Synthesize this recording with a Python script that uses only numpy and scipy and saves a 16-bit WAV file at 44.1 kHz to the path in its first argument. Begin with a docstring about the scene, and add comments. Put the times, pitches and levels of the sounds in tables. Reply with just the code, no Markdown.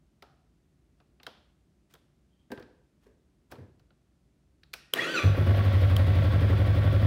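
"""Motorcycle start in a garage

One microphone above the tank of a single-cylinder motorcycle, in still garage air.
Switches click (shaped bursts), levers knock (dull bursts with ringing modes), hands rub (grainy noise).
The relay clacks; the starter's gear partials whine, sag under compression and whistle once freed.
The engine catches and idles: firings ring low resonances and bark, over valve clatter and gas hiss."""
import sys
import numpy as np
from scipy import signal
from scipy.fft import rfft, irfft
from scipy.io import wavfile
from scipy.ndimage import uniform_filter1d

SR = 44100
rng = np.random.default_rng(int(sys.argv[2]) if len(sys.argv) > 2 else 0)


def unload_wav(signal):
    """Save mono or channel-first audio to the path in sys.argv[1] as 16-bit WAV at rate SR, clipped to [-1, 1]."""
    wavfile.write(
        sys.argv[1],
        SR,
        np.round(np.clip(np.atleast_2d(signal).T, -1, 1) * 32767).astype(np.int16),
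    )


N = 311624
TIME = np.arange(N) / SR  # seconds

# spectrum of the still garage air: (frequency [Hz], level [dB])
AIR_SPECTRUM = [(15, -51), (25, -36), (43, 1), (66, -2.5), (105, -11.5), (145, -5.5), (249, -13),
                (363, -15), (503, -28), (575, -23.5), (863, -32), (8830, -43.5), (16000, -54)]
# reverberation of the garage: (frequency [Hz], t60 [s])
GARAGE_T60 = [(100, 0.57), (500, 0.68), (1500, 0.62), (5000, 0.55), (9000, 0.47), (16000, 0.16)]
# hands and cables rub before a control moves: (time [s], length [s], level [dB], pitch [Hz], width [Hz])
RUBS = [(1.89,  0.055, -70, 1800, 2500), (2.28, 0.21, -83.5, 3180, 130), (3.005, 0.093, -74.5, 1200, 2500),
        (3.498, 0.053, -58.5, 950, 700)]
# switches and controls: (time [s], level [dB], ring [Hz], hollow body [dB], treble [dB])
CLICKS = [(0.223, -46.5, 1260, 4.5, -7), (1.001, -63, 2500, 8, -18), (1.199, -55.5, 2600, 3, -38),
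          (1.231, -47.5, 3960, -7, -4), (1.2656, -36.5, 3320, 1.5, -8.5), (1.938, -50.5, 3380, -2, 5),
          (1.951, -57, 3400, 3, -11), (2.5168, -41, 1620, -14, -2), (2.575, -49, 1650, 9, -32),
          (2.596, -56, 1650, -6, -2), (2.625, -52, 1650, -3, -16), (3.515, -48, 2400, 7.5, 4),
          (3.521, -46.5, 1600, 4, -3), (3.554, -58, 2500, 11.5, -22), (3.795, -64, 1460, 0, -6),
          (3.905, -64.5, 1450, 2, -35), (4.633, -53.5, 4060, -12, -12), (4.7329, -39.5, 4070, -8.5, 0),
          (4.7366, -32.5, 2550, -10, 0)]
# colour of every click's snap: (frequency [Hz], level [dB])
CLICK_SPECTRUM = [(80, -66), (400, -9), (900, -18.5), (1400, 5.5), (2150, 0.5), (2500, 1), (3800, 0.5),
                  (5400, -1), (6800, -9.5), (12000, -9), (15000, -7.5)]
# colour of the plastic cowl: (frequency [Hz], level [dB])
COWL_SPECTRUM = [(80, -10), (300, -1), (720, 1), (950, -3.5), (1300, -4), (1900, -17), (5000, -54)]
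# the dash switch rings: (time [s], level [dB])
DASH_CLICK = (.225, -49)
# modes of the dash switch: (frequency [Hz], level [dB], t60 [s])
DASH_MODES = [(732, -2, .035), (1270, 0, .02), (1390, -2, .02)]
# the start button rings: (time [s], level [dB])
BUTTON_CLICK = (4.737, -48)
# modes of the start button: (frequency [Hz], level [dB], t60 [s])
BUTTON_MODES = [(1400, -2, .02), (1500, -20, .7), (1855, -21, .8), (1906, -22, .8), (2503, 0, .025),
                (4285, -3, .02), (5125, 0, .02), (5440, -21, .7), (5647, -1, .02)]
# dull lever knocks through the frame: (time [s], level [dB], decay [s], deep thump [dB])
KNOCKS = [(2.503, -40.5, 0.013, 10), (2.519, -32, 0.011, -4.5), (2.577, -39, 0.004, -2),
          (2.601, -47, 0.01, -12), (2.621, -60, 0.023, 8), (3.059, -61.5, 0.049, -7),
          (3.524, -53, 0.048, 3), (3.583, -45, 0.022, 15.5), (3.611, -51.5, 0.044, 16.5)]
# colour of the knocks: (frequency [Hz], level [dB])
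KNOCK_SPECTRUM = [(50, -26), (100, 1.5), (180, -7.5), (240, 4.5), (320, -0.5), (400, 4.5), (500, -2.5),
                  (800, -18.5), (960, -13), (1400, -28), (1610, -12.5), (1850, -21.5), (5000, -47.5)]
# metallic ring of the lever: (frequency [Hz], level [dB], t60 [s])
LEVER_MODES = [(1564, 4.5, 0.21), (1600, 3, 0.27), (1706, -2, 0.15)]
# the starter relay closes and lets go: (time [s], level [dB])
RELAY_CLACKS = [(4.936, -11), (5.9646, -20)]
# crack of the relay contacts: (frequency [Hz], level [dB])
CONTACT_SPECTRUM = [(100, -53), (400, -15), (1100, 13.5), (2100, 3.5), (4200, 4), (7000, -2.5), (8600, 2),
                    (12300, -2.5), (14600, 8), (16000, -1)]
# relay armature and case: (frequency [Hz], level [dB], t60 [s])
RELAY_MODES = [(490, -12, 0.019), (1250, -38, 0.014), (3176, 4.5, 0.0072)]
# partials of the starter gears: (multiple of the mesh rate [1], level [dB])
WHINE_PARTIALS = [(1, 2.5), (2, 1.5), (3, -6), (4, -16), (5, -14.5)]
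# grinding of the starter gears: (frequency [Hz], level [dB])
GRIND_SPECTRUM = [(59, -53), (100, -24), (150, -4.5), (219, -9.5), (373, 1.5), (415, -3.5), (524, 0.5),
                  (801, -15), (1520, -9.5), (1680, -10), (2990, -11.5), (3250, -18), (3470, -12.5),
                  (5300, -24), (16000, -38.5)]
# resonances of the starter housing: (frequency [Hz], width [Hz], level [dB])
HOUSING_MODES = [(1560, 43, -11), (1900, 65, 14), (2520, 160, -2.5), (3342, 20, 23.5), (4000, 55, 2),
                 (4580, 230, -7)]
# the starter pinion rings: (time [s], level [dB])
PINION_RINGS = [(5.14, -32), (5.24, -42.5)]
# whistle of the freed starter: (multiple of the commutator rate [1], level [dB])
WHISTLE_PARTIALS = [(2, -8), (4, -2), (5, -10)]
# first uneven firings as the engine catches: (time [s], strength [dB], extra bark [dB])
CATCH = [(5.2363, .3, 3.5), (5.374, -3.5, 4), (5.4682, -.5, 0.5), (5.568, -5.5, 4.5)]
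# colour of the engine's mechanical noise: (frequency [Hz], level [dB])
CLATTER_SPECTRUM = [(240, -22.5), (400, -19), (536, 0.5), (879, -15.5), (1130, -18), (1600, -12.5),
                    (1950, -15), (2750, -19), (3300, -18), (4200, -24), (5000, -28.5), (7000, -41.5),
                    (10000, -45.5), (16000, -40)]
# ringing of the engine cases: (frequency [Hz], level [dB], t60 [s])
CASE_MODES = [(1124, 5, 0.053), (1324, 2, 0.063), (1600, -4, 0.023), (1811, 7, 0.032), (3410, -9.5, 0.08)]
# knocks of valves and piston: (share of the cycle [1], level [dB])
TAPS = [(.02, -17.5), (.13, -0.5), (.24, 2), (.4, 1), (.62, -13), (.8, 0)]
# colour of the exhaust bark: (frequency [Hz], level [dB])
BARK_SPECTRUM = [(100, -30.5), (150, 12.5), (175, -4.5), (215, 5), (300, -5), (380, -1.5), (440, -7),
                 (540, -1.5), (620, -9), (800, -19.5), (1500, -17.5), (4000, -48.5)]
# low resonances of exhaust and garage: (frequency [Hz], level [dB], t60 [s])
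PIPE_MODES = [(56.2, -33, 0.58), (89.4, -14.5, 0.11), (98.38, -15, 0.24), (140.76, -69, 0.047),
              (198.6, -48.5, 0.99), (298.1, -38.5, 0.38)]
# returns of the boom from the walls: (delay [s], signed share [1])
WALLS = [(.016, -0.8), (.049, 0.99)]

AIR_DB = -66.5
# every click: decay, room level, height and width of its ring
CLICK_DECAY_S, CLICK_ROOM_DB, CLICK_RING_DB, CLICK_RING_OCTAVES = 0.0034, -8, 6.5, .18
# the gear mesh spins up towards its free speed
CRANK_S, FREE_MESH_HZ, SPIN_UP_S = 4.932, 1690, .072
# compression drags it down: moment, share of the speed lost, abruptness
COMPRESSION_S, SAG_SHARE, SAG_S = 5.166, .31, .014
# tooth load as shares of the stall torque, and how long the compression load lasts
DRAG_SHARE, SQUEEZE_SHARE, SQUEEZE_S = 0.048, 0.31, 0.034
# the engine runs away from the starter and the gears fall quiet
RELEASE_S, RELEASE_DB_PER_S = 5.23, 300
# the freed motor's commutator rate at first and at full speed, and its run-up
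FREED_HZ, TOP_HZ, RUN_UP_S = 2880, 2935, 0.23
# coasting once the relay opens
COAST_HZ_PER_S, COAST_DB_PER_S = 900, 280
SQUEAL_HZ = 5990
# the idle: first firing, first interval, and how much longer each interval is than the last
IDLE_FROM_S, IDLE_PERIOD_S, SLOWING_S = 5.6485, .0833, .00026
# idle firings start weak and build to full strength
IDLE_DB, WEAK_DB, BUILD_S = -1, -3, 0.05
EDGE_HZ = 15850  # upper band limit


def amp(db):
    """Turns decibels into gain."""
    return 10 ** (np.asarray(db) / 20)


def unit(x):
    """Scales to rms 1."""
    return x / np.sqrt(np.mean(x ** 2) + 1e-20)


def read(points, hz):
    """Reads a spectrum table on a log-frequency axis."""
    f, value = np.transpose(points)
    return np.interp(np.log(hz + 1), np.log(f + 1), value)


def add(mix, s, sound):
    """Mixes a sound in at time s."""
    part = mix[round(s * SR):][:len(sound)]
    part += sound[:len(part)]


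def through(x, response):
    """Passes x through an impulse response."""
    return signal.fftconvolve(x, response)[:len(x)]


def colour(points, size=4096):
    """Minimum-phase response of energy 1, shaped by the given spectrum."""
    hz = abs(np.fft.fftfreq(size, 1 / SR))
    log_gain = np.log(amp(np.maximum(read(points, hz), -100)))
    spectrum = np.exp(np.conj(signal.hilbert(log_gain)))
    response = np.fft.ifft(spectrum).real[:size // 2]
    return response / np.linalg.norm(response)


def ring(modes):
    """Struck modes as dying sines; neighbours swing in opposite directions."""
    t = TIME[:SR]
    out = np.zeros(SR)
    for k, (hz, db, t60) in enumerate(modes):
        out += (-1) ** k * amp(db - 60 * t / t60) * np.sin(2 * np.pi * hz * t)
    return out


def resonances(modes):
    """Response of broad resonances, each with its own gain at the peak."""
    t = TIME[:SR // 2]
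    out = np.zeros(len(t))
    for hz, width, db in modes:
        peak = amp(db) * 2 * np.pi * width / SR
        out += peak * np.exp(-np.pi * width * t) * np.cos(2 * np.pi * hz * t)
    return out


def waver(size):
    """Smooth random drift of rms 1: noise averaged twice over size samples."""
    once = uniform_filter1d(rng.standard_normal(N), size)
    return unit(uniform_filter1d(once, size))


def burst(decay, rise):
    """A short rush of tiny contacts of random sign (decay and rise in seconds)."""
    t = TIME[:SR // 4]
    contacts = rng.choice([-1., 1.], len(t))
    return contacts * (1 - np.exp(-t / rise)) * np.exp(-t / decay)


def tail(gap=0.0059):
    """Dense reflections of the garage after a gap in seconds, the treble dying first."""
    hz, t, z = signal.stft(rng.standard_normal(SR), SR, nperseg=256)
    decay = amp(-60 * t / read(GARAGE_T60, hz)[:, None])
    echoes = signal.istft(z * decay, SR, nperseg=256)[1][:SR]
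    echoes *= np.clip(TIME[:SR] / gap - 1, 0, 1)
    # below 4 kHz the tail carries about the energy of a unit impulse
    middle = signal.sosfilt(signal.butter(2, 4000, fs=SR, output="sos"), echoes)
    return echoes / (np.linalg.norm(middle) * np.sqrt(SR / 8000))


def garage(x, wet_db):
    """Direct sound plus the room; a higher wet_db sounds more distant."""
    wet = amp(wet_db)
    return (x + wet * through(x, tail())) / np.hypot(1, wet)


def blow(decay, rise, room_db):
    """A burst of contacts followed by the diffuse room."""
    contacts = burst(decay, rise)
    out = amp(room_db) * np.linalg.norm(contacts) * tail()
    add(out, 0, contacts)
    return out


def air(level_db=-0.6):
    """Faint low rumble of the surroundings: steady noise shaped by a spectrum."""
    gain = amp(read(AIR_SPECTRUM, np.fft.rfftfreq(N, 1 / SR)))
    rumble = irfft(rfft(rng.standard_normal(N)) * gain, N)
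    return amp(AIR_DB + level_db) * unit(rumble)


def rubs(grain_db=4):
    """Grainy friction that swells and fades through one resonance."""
    out = np.zeros(N)
    for s, length, db, hz, width in RUBS:
        grains = rng.standard_normal(N) * amp(grain_db * waver(size=120))
        swell = np.sin(np.pi * np.clip((TIME - s) / length, 0, 1))
        friction = unit(through(grains, resonances([(hz, width, 0)])))
        out += amp(db) * swell * friction
    return garage(out, wet_db=-6)


def clicks(level_db=3, hollow_s=0.0048, rise=0.00098):
    """Each click is a bright snap with a slower hollow answer from the cowl; two controls also ring."""
    out = np.zeros(N)
    hz = np.geomspace(80, 16000, 100)
    for s, db, ring_hz, hollow_db, treble_db in CLICKS:
        tilt_db = read([(4500, 0), (8000, treble_db)], hz)
        octaves_off = np.log2(hz / ring_hz)
        peak_db = CLICK_RING_DB * np.exp(-(octaves_off / CLICK_RING_OCTAVES) ** 2)
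        tone = np.c_[hz, read(CLICK_SPECTRUM, hz) + tilt_db + peak_db]
        snap = through(blow(CLICK_DECAY_S, rise, CLICK_ROOM_DB), colour(tone))
        answer = blow(CLICK_DECAY_S + hollow_s, 0.011, CLICK_ROOM_DB)
        hollow = through(answer, colour(COWL_SPECTRUM))
        add(out, s, amp(db + level_db) * (snap + amp(hollow_db) * hollow))
    for (s, db), modes in (DASH_CLICK, DASH_MODES), (BUTTON_CLICK, BUTTON_MODES):
        add(out, s, amp(db) * garage(ring(modes), wet_db=0))
    return out


def knocks(level_db=2.5, ring_db=-29):
    """Dull blows of a lever through the frame, with a faint metallic ring."""
    out = np.zeros(N)
    hz, tone_db = np.transpose(KNOCK_SPECTRUM)
    for s, db, decay, thump_db in KNOCKS:
        tilt_db = read([(110, thump_db), (300, 0)], hz)
        thud = through(burst(decay, 0.00076), colour(np.c_[hz, tone_db + tilt_db]))
        add(out, s, amp(db + level_db) * thud)
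        # the soft, deep blows ring least
        add(out, s, amp(db + ring_db - thump_db) * ring(LEVER_MODES))
    return garage(out, wet_db=-9.0)


def relay(crack_db=-3, case_db=3.0, rise=0.0011):
    """A hard, dry clack close by: the contacts crack and the case rings for a moment."""
    out = np.zeros(N)
    for s, db in RELAY_CLACKS:
        crack = through(blow(0.002, 0.0014, room_db=-11.5), colour(CONTACT_SPECTRUM))
        case = ring(RELAY_MODES) * (1 - np.exp(-TIME[:SR] / rise))
        add(out, s, amp(db + crack_db) * crack)
        add(out, s + 0.00097, amp(db + case_db) * case)
    return out


def cranking(load_lag_s=0.0085):
    """Mesh rate [Hz], spin-up (0-1) and tooth load: the starter speeds up, then meets compression."""
    spin = 1 - np.exp(-np.maximum(TIME - CRANK_S, 0) / SPIN_UP_S)
    sag = SAG_SHARE * (1 + np.tanh((TIME - COMPRESSION_S) / (2 * SAG_S))) / 2
    squeeze = SQUEEZE_SHARE * np.exp(-((TIME - COMPRESSION_S - load_lag_s) / SQUEEZE_S) ** 2)
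    mesh_hz = FREE_MESH_HZ * spin * (1 - sag)
    load = abs(DRAG_SHARE + 1 - spin + squeeze)
    return mesh_hz, spin, load


def starter(whine_db=-24, grind_db=-29.5, grind_law=0.51, lumpy_db=4, wobble=.009,
            chatter_db=2.5, tooth_depth=0.083, rattle_db=-18):
    """Gear teeth whine and grind; each partial flares as it sweeps through a housing resonance."""
    mesh_hz, spin, load = cranking()
    turns = np.cumsum(mesh_hz * (1 + wobble * waver(size=90))) / SR
    whine = np.zeros(N)
    for k, db in WHINE_PARTIALS:
        whine += amp(db + lumpy_db * waver(size=400)) * np.sin(2 * np.pi * k * turns)
    engaged = amp(-RELEASE_DB_PER_S * np.maximum(TIME - RELEASE_S, 0))
    # the uneven pinion bears harder once a revolution, every nine teeth
    bearing = (1 + tooth_depth * np.cos(2 * np.pi * turns / 9)) * engaged
    whine = unit(whine) * amp(whine_db) * spin ** 2 * load * bearing
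    chatter = rng.standard_normal(N) * amp(chatter_db * waver(size=100))
    grind = unit(through(chatter, colour(GRIND_SPECTRUM)))
    grind *= amp(grind_db) * (spin * load) ** grind_law * bearing
    housing = through(whine + amp(rattle_db) * grind, resonances(HOUSING_MODES))
    return garage(.5 * whine + grind + housing, wet_db=-3.0)


def squeal(attack_s=0.048, decay_s=0.033, wobble=0.0084):
    """A thin ring of the starter pinion: each swell rises and dies away."""
    level, t = np.zeros(N), TIME[:SR]
    for s, db in PINION_RINGS:
        add(level, s, amp(db) * (1 - np.exp(-t / attack_s)) * np.exp(-t / decay_s))
    turns = np.cumsum(SQUEAL_HZ * (1 + wobble * waver(size=60))) / SR
    return level * np.sin(2 * np.pi * turns)


def overrun(level_db=-72, swell_db_per_s=9, wobble=0.0051, flutter_db=4):
    """The freed starter whistles at multiples of its commutator rate, then coasts once the relay lets go."""
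    freed = np.maximum(TIME - RELEASE_S, 0)
    coasting = np.maximum(TIME - RELAY_CLACKS[1][0], 0)
    run_up_hz = TOP_HZ + (FREED_HZ - TOP_HZ) * np.exp(-freed / RUN_UP_S)
    hz = run_up_hz - COAST_HZ_PER_S * coasting
    db = level_db + swell_db_per_s * freed - COAST_DB_PER_S * coasting
    turns = np.cumsum(hz * (1 + wobble * waver(size=60))) / SR
    whistle = sum(amp(line_db) * np.sin(2 * np.pi * k * turns) for k, line_db in WHISTLE_PARTIALS)
    level = (freed > 0) * amp(db + flutter_db * waver(size=1500))
    return garage(level * whistle, wet_db=-1)


def firings(jitter_s=.0002, uneven_db=0.35):
    """Rows (time [s], strength [dB], extra bark [dB]): the catch, then an idle that slowly sags."""
    k = np.arange(int((TIME[-1] - IDLE_FROM_S) / IDLE_PERIOD_S))
    late, strong = rng.standard_normal((len(k), 2)).T
    s = IDLE_FROM_S + k * IDLE_PERIOD_S + SLOWING_S * k ** 2 / 2
    db = IDLE_DB + WEAK_DB * np.exp((IDLE_FROM_S - s) / BUILD_S) + uneven_db * strong
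    idle = np.c_[s + jitter_s * late, db, np.zeros(len(k))]
    return np.vstack([CATCH, idle])


def cycle(starts):
    """Position 0-1 within the four-stroke cycle."""
    s = np.append(starts, 2 * starts[-1] - starts[-2])
    return np.interp(TIME, s, np.arange(len(s))) % 1


def hiss(fired, level_db=-58.0, opens=.93, decay=1.0, uneven_db=0.7):
    """Gas hisses through the head from the opening of the valve and dies away over the cycle."""
    # (frequency [Hz], level [dB])
    tone = [(3000, -2), (5000, 3.5), (7200, -35), (8600, 1), (10000, -4.5), (11000, 0),
            (12000, -9), (13000, -3), (14700, 0)]
    jet = through(rng.standard_normal(N), colour(tone)) * amp(uneven_db * waver(size=800))
    since_opening = (cycle(fired[:, 0]) - opens) % 1  # in cycles, like opens and decay
    alight = TIME > CATCH[0][0]
    return amp(level_db) * alight * jet * np.exp(-since_opening / decay)


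def clatter_gain(starts, fade=0.047, db_per_octave=6, settle_db_per_s=1.2):
    """Clatter fades in just before the first firing, grows with crank speed and eases as the oil spreads."""
    octaves = np.interp(TIME, starts, np.log2(IDLE_PERIOD_S / np.gradient(starts)))
    fade_in = np.clip((TIME - starts[0]) / fade + 1, 0, 1)
    settling_db = settle_db_per_s * np.maximum(TIME - IDLE_FROM_S, 0)
    return fade_in * amp(db_per_octave * octaves - settling_db)


def clatter(fired, level_db=-38.5, taps_db=-10, cases_db=-7, swing_db=2.0, loudest=0.051,
            scatter_db=3, uneven_db=-0.1):
    """Chain and gears rush with the crank speed; valves and piston tap the cases."""
    starts, taps = fired[:, 0], np.zeros(N)
    for s, period in zip(starts, np.gradient(starts)):
        for share, db in TAPS:
            tap_db = db + scatter_db * rng.standard_normal()
            add(taps, s + share * period, amp(tap_db) * burst(0.0091, 0.0001))
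    on = TIME > starts[0]
    swing = swing_db * np.cos(2 * np.pi * (cycle(starts) - loudest))
    rush = rng.standard_normal(N) * amp(swing + uneven_db * waver(size=700))
    # oil and casing soften the taps
    taps = signal.sosfilt(signal.butter(2, 2400, fs=SR, output="sos"), taps)
    drive = rush + amp(taps_db) * taps / np.std(taps[on])
    body = through(drive, colour(CLATTER_SPECTRUM))
    cases = through(drive, ring(CASE_MODES))
    both = body / np.std(body[on]) + amp(cases_db) * cases / np.std(cases[on])
    return amp(level_db) * clatter_gain(starts) * garage(both, wet_db=-7.5)


def bark(fired, level_db=-35.5, rough=1.2, echo_s=.033, echo_db=-0.5):
    """Blowdown: each firing is a puff, half the same and half freshly rough, with its slap off the wall."""
    same, puffs = burst(0.0091, 0.0011), np.zeros(N)
    for s, db, extra_db in fired:
        puff = amp(db + extra_db) * (same + rough * burst(0.0099, 0.0028))
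        add(puffs, s, puff)
        add(puffs, s + echo_s, amp(echo_db) * puff)
    sound = garage(through(puffs, colour(BARK_SPECTRUM)), wet_db=-3)
    return amp(level_db) * sound / np.std(sound[TIME > CATCH[0][0]])


def boom(fired, level_db=2.27):
    """Each firing rings the low resonances; the walls send the boom back."""
    pulses = np.zeros(N)
    for s, db, _ in fired:
        add(pulses, s, amp([db]))
    direct = through(pulses, ring(PIPE_MODES))
    out = direct.copy()
    for delay, share in WALLS:
        add(out, delay, share * direct)
    return amp(level_db) * out


def scene():
    """All sources, near and far, at one microphone."""
    fired = firings()
    controls = rubs() + clicks() + knocks()
    starting = relay() + starter() + squeal() + overrun()
    engine = hiss(fired) + clatter(fired) + bark(fired) + boom(fired)
    return (air() + controls + starting + engine)[None]


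def record(dry):
    """The microphone drops the deepest bass; a steep low-pass then limits the band."""
    hz = np.fft.rfftfreq(2 * N, 1 / SR)
    bass_db = read([(20, -29), (38, -25.5), (52, 1.5)], hz)
    thinned = irfft(rfft(dry, 2 * N) * amp(bass_db))[:, :N]
    low_pass = signal.firwin(511, EDGE_HZ, window=("kaiser", 9), fs=SR)
    return signal.oaconvolve(thinned, low_pass[None], "same")


dry = scene()
out = record(dry)
unload_wav(out)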